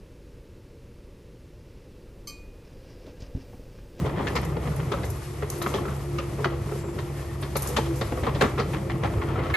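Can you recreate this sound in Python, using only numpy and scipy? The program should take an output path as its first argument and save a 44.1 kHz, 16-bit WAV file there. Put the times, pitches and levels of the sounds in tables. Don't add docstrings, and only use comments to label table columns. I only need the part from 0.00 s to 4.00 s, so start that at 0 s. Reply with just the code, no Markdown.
import sys
import numpy as np
from scipy import signal
from scipy.fft import rfft, irfft
from scipy.io import wavfile

SR = 44100
rng = np.random.default_rng(int(sys.argv[2]) if len(sys.argv) > 2 else 0)


def master_out(mix):
    frames = np.transpose(np.atleast_2d(mix))
    ceiling = np.clip(frames, -1, 1)
    pcm = np.round(ceiling * 32767).astype(np.int16)
    wavfile.write(sys.argv[1], SR, pcm)


N = 176400
T = np.arange(N) / SR

# start_s, ring_gain_db, crack_db
BOWL_HITS = [(2.2716, 1.5, -46), (2.276, -17, -52)]
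# pitch_hz, relative_db, nominal_t60_s, attack_s
BOWL_MODES = [(1173.0, -48, 0.39, 0.003), (2212.0, -49.0, 0.34, 0.002), (2461.0, -46.5, 0.86, 0.034),
              (3126.0, -51.0, 0.28, 0.003), (3964.0, -59.0, 0.42, 0.002), (4045.0, -56.0, 0.4, 0.002),
              (4460.0, -37.5, 0.25, 0.0015), (4569.0, -49.0, 0.22, 0.002), (4971.0, -47.0, 0.18, 0.002),
              (5528.0, -60.0, 0.2, 0.002), (5816.0, -50.5, 0.25, 0.002), (5897.0, -57.0, 0.2, 0.002),
              (6217.0, -36.0, 0.15, 0.005), (6293.0, -56.0, 0.27, 0.002), (7044.0, -60.0, 0.25, 0.001),
              (7393.0, -50.5, 0.3, 0.002), (7470.0, -61.0, 0.22, 0.002), (8326.0, -56.5, 0.34, 0.001),
              (8875.0, -53.0, 0.21, 0.002), (9078.0, -53.0, 0.18, 0.002), (9718.0, -57.0, 0.23, 0.002),
              (10619.0, -66.0, 0.22, 0.002), (11710.0, -57.5, 0.16, 0.002), (12010.0, -62.0, 0.2, 0.002),
              (12493.0, -52.0, 0.18, 0.002), (12980.0, -54.0, 0.18, 0.002), (13347.0, -54.0, 0.18, 0.002),
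              (15150.0, -69.0, 0.22, 0.002)]
# start_s, push_db, contact_s, scuff_db, scuff_top_hz, scuff_t60_s
FOOTFALLS = [(3.069, -44.5, 0.0037, -38, 585, 0.11), (3.203, -40, 0.0046, -39, 366, 0.083),
             (3.223, -37, 0.0056, -46.5, 174, 0.092), (3.3488, -25, 0.0061, -32.5, 353, 0.11),
             (3.37, -31.5, 0.0035, -47, 395, 0.19), (3.53, -51, 0.0062, -41, 760, 0.079),
             (3.543, -38, 0.0057, -34, 197, 0.034), (3.5955, -37.5, 0.0021, -48, 447, 0.027),
             (3.776, -43, .007, -59, 198, 0.03)]
# pitch_hz, width_hz, gain_db
THUD_MODES = [(64, 98, 8.5), (168, 23, -4), (260, 35, 13.5), (433, 29, 10.5)]
# start_s, level_db, low_hz, high_hz, t60_s
CLAW_TICKS = [(3.0667, -40.5, 400, 4050, 0.011), (3.07, -58.5, 600, 6000, 0.049),
              (3.203, -54, 3450, 7500, .04), (3.209, -55, 2000, 6000, .03), (3.22, -50, 2500, 6760, 0.039),
              (3.415, -61, 3520, 5800, 0.045), (3.527, -51, 504, 1410, 0.026),
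              (3.785, -54.5, 700, 1770, 0.057), (3.993, -35, 514, 730, 0.18),
              (3.992, -49, 1200, 5940, 0.032)]
# pitch_hz, width_hz, gain_db
WIRE_MODES = [(1660, 120, 1.5), (2560, 130, -13), (4680, 90, 7), (5280, 490, 3), (6170, 170, 5)]
# pitch_hz, width_hz, relative_db
MAT_MODES = [(351, 65, -1), (485, 104, -0.5), (1634, 140, -19)]
# pitch_hz, rms_db, width_hz
HUM_TONES = [(118.8, -60, 3.8), (477, -65.5, 3.6), (880, -80, 5.7), (2630, -83.5, 6), (2697, -85.5, 10),
             (10300, -86, 19)]

# time_s, level_db
HAY_FADER = [(0, -88), (1.2, -78), (1.85, -65.5), (2.1, -77), (2.55, -76), (2.66, -59.5), (2.76, -67),
             (2.91, -56.5), (3.0, -63), (3.09, -55.5), (3.15, -68.5), (3.23, -51), (3.31, -65.5),
             (3.39, -55.5), (3.47, -61), (3.7, -66), (3.79, -59.5), (3.92, -68), (3.99, -55)]
FUR_FADER = [(2.55, -100), (2.66, -86), (2.76, -82), (2.92, -69), (3.1, -80), (3.18, -91), (3.4, -100)]
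MAT_FADER = [(2.3, -90), (2.6, -62), (2.87, -57.5), (3.1, -54), (3.2, -57), (3.45, -64.5), (3.9, -66),
             (3.96, -53.5)]
ARM_FADER = [(0, -100), (3.25, -92), (3.52, -65.5), (3.7, -72.5), (4.0, -70.5)]
HANDLING_FADER = [(0, -70.5), (1.5, -73), (1.8, -61), (2.2, -49.5), (2.45, -52), (3.0, -49), (3.4, -48),
                  (4.0, -53.5)]

# frequency_hz, relative_db
HAY_EQ = [(300, 13), (900, 3), (1300, -4), (2700, 2.5), (3700, -3.5), (5300, -4.5), (7000, -14.5),
          (11000, -33.5), (15000, -26)]
ARM_EQ = [(5000, -25), (8500, -22), (11000, -27), (13300, -23), (15500, -22)]
HANDLING_EQ = [(15, 4), (50, 5.5), (110, -14.5), (300, -15.5), (520, -13.5), (800, -26), (3000, -44)]
VENT_EQ = [(15, -4.5), (40, 1.5), (80, -2), (150, -7.5), (230, -12.5), (340, -10.5), (490, -13), (570, -15),
           (680, -30), (950, -28.5), (1400, -32.5), (2700, -33.5), (3400, -37), (5300, -38), (7000, -42.5),
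           (10000, -45.5), (15000, -49)]
SIDE_EQ = [(30, -2.5), (450, 4.5), (800, -26), (5000, -23), (15000, -25.5)]


def bowl_clink():
    waver_db, waver_hz = 2, 18.3
    rattle_depth, rattle_hz, rattle_t60_s = 0.64, 112, 0.37
    out, size = np.zeros(N), int(1.2 * SR)
    age = np.arange(size) / SR
    for hz, mode_db, t60, attack in BOWL_MODES:
        tilt_db = 0.5 + np.log2(hz / 4000)
        gain = from_db(mode_db + tilt_db + waver_db * wobble(waver_hz, size))
        rattle = 1 + rattle_depth * from_db(-60 * age / rattle_t60_s) * wobble(rattle_hz, size)
        envelope = (1 - np.exp(-age / attack)) * from_db(-60 * age / (0.96 * t60))
        ring = gain * rattle * envelope * np.sin(2 * np.pi * hz * age)
        for start, ring_db, _ in BOWL_HITS:
            onset = int(start * SR)
            out[onset:onset + size] += from_db(ring_db) * ring
    for start, _, crack_db in BOWL_HITS:
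        out += from_db(crack_db) * strike(start, attack_s=0.0004, t60_s=0.045) * band_noise(3380, 13200)
    return out


def bumps():
    push, scuff = np.zeros(N), np.zeros(N)
    for start, push_db, contact_s, scuff_db, top_hz, t60 in FOOTFALLS:
        push += from_db(push_db) * np.sin(np.pi * np.clip((T - start) / contact_s, 0, 1)) ** 2
        scuff += from_db(scuff_db) * strike(start, 0.0018, t60) * band_noise(45.6, top_hz, order=3)
    drive = push + 0.2 * scuff
    return scuff + sum(from_db(db) * resonance(drive, hz, width) for hz, width, db in THUD_MODES)


def hay_rustle():
    snaps_per_s, spread_db = 2700, 3.5
    sizes = from_db(spread_db * np.minimum(rng.exponential(1, N), 5))
    polarity = rng.choice([-1, 1], N)
    snaps = sizes * polarity * (rng.random(N) < snaps_per_s / SR)
    return level(HAY_FADER) * coloured(snaps, HAY_EQ)


def claw_ticks():
    return sum(from_db(db) * strike(start, 0.00032, t60) * band_noise(low_hz, high_hz, order=3)
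               for start, db, low_hz, high_hz, t60 in CLAW_TICKS)


def fence_ring(shake):
    ring = sum((-1) ** k * from_db(db) * resonance(shake, hz, width)
               for k, (hz, width, db) in enumerate(WIRE_MODES))
    return np.roll(ring, int(0.002 * SR))


def fur_scrape():
    return level(FUR_FADER) * rms_one(resonance(rng.standard_normal(N), hz=5000, width_hz=300))


def mat_shuffle():
    rub = rng.standard_normal(N)
    body = sum(from_db(db) * resonance(resonance(rub, hz, width), hz, width)
               for hz, width, db in MAT_MODES)
    return level(MAT_FADER) * rms_one(body)


def arm_slide():
    return level(ARM_FADER) * coloured(rng.standard_normal(N), ARM_EQ)


def handling_rumble():
    return level(HANDLING_FADER) * coloured(rng.standard_normal(N), HANDLING_EQ)


def ventilation():
    return from_db(-47) * coloured(rng.standard_normal(N), VENT_EQ)


def mains_hum():
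    out = np.zeros(N)
    for hz, db, width in HUM_TONES:
        drift = np.cumsum(rng.standard_normal(N)) * np.sqrt(2 * np.pi * width / SR)
        out += from_db(db) * np.sqrt(2) * np.sin(2 * np.pi * hz * T + drift)
    return out


def room(x):
    tail = rng.standard_normal(N) * strike(start_s=0.0032, attack_s=0.0076, t60_s=0.48)
    return from_db(-15.5) * signal.fftconvolve(x, tail / np.sqrt(np.sum(tail ** 2)))[:N]


def from_db(db):
    return 10 ** (np.asarray(db) / 20)


def rms_one(x):
    return x / np.sqrt(np.mean(x ** 2) + 1e-20)


def level(fader):
    return from_db(np.interp(T, *np.transpose(fader)))


def coloured(x, eq):
    hz, db = np.transpose(eq)
    bins = np.maximum(np.arange(N // 2 + 1) * SR / N, 1)
    gain = from_db(np.interp(np.log(bins), np.log(hz), db)) * (bins > 10)
    return rms_one(irfft(rfft(x) * gain, N))


def band_noise(low_hz, high_hz, order=2):
    sos = signal.butter(order, [low_hz, high_hz], "band", fs=SR, output="sos")
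    return rms_one(signal.sosfilt(sos, rng.standard_normal(N)))


def strike(start_s, attack_s, t60_s):
    age = np.maximum(T - start_s, 0)
    return (1 - np.exp(-age / attack_s)) * from_db(-60 * np.minimum(age / t60_s, 10))


def resonance(x, hz, width_hz):
    radius = np.exp(-np.pi * width_hz / SR)
    feedback = [1, -2 * radius * np.cos(2 * np.pi * hz / SR), radius ** 2]
    return signal.lfilter(np.array([1, 0, -1]) * (1 - radius ** 2) / 2, feedback, x)


def wobble(hz, size):
    knots = rng.standard_normal(4000)
    return np.interp(np.arange(size) / SR * 2 * hz, np.arange(len(knots)), knots)


def scene():
    knocks = bowl_clink() + bumps()
    shake = hay_rustle() + claw_ticks()
    foley = knocks + shake + fence_ring(shake) + arm_slide() + fur_scrape() + mat_shuffle()
    side = from_db(-83.5) * coloured(rng.standard_normal(N), SIDE_EQ) + from_db(-16.5) * room(foley)
    mid = foley + room(foley) + ventilation() + handling_rumble() + mains_hum()
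    return mid + side * np.array([[1], [-1]])


def record(dry):
    cutoff_hz = 15230
    return signal.sosfilt(signal.ellip(12, 0.1, 80, cutoff_hz, fs=SR, output="sos"), dry)


dry = scene()
out = record(dry)
master_out(out)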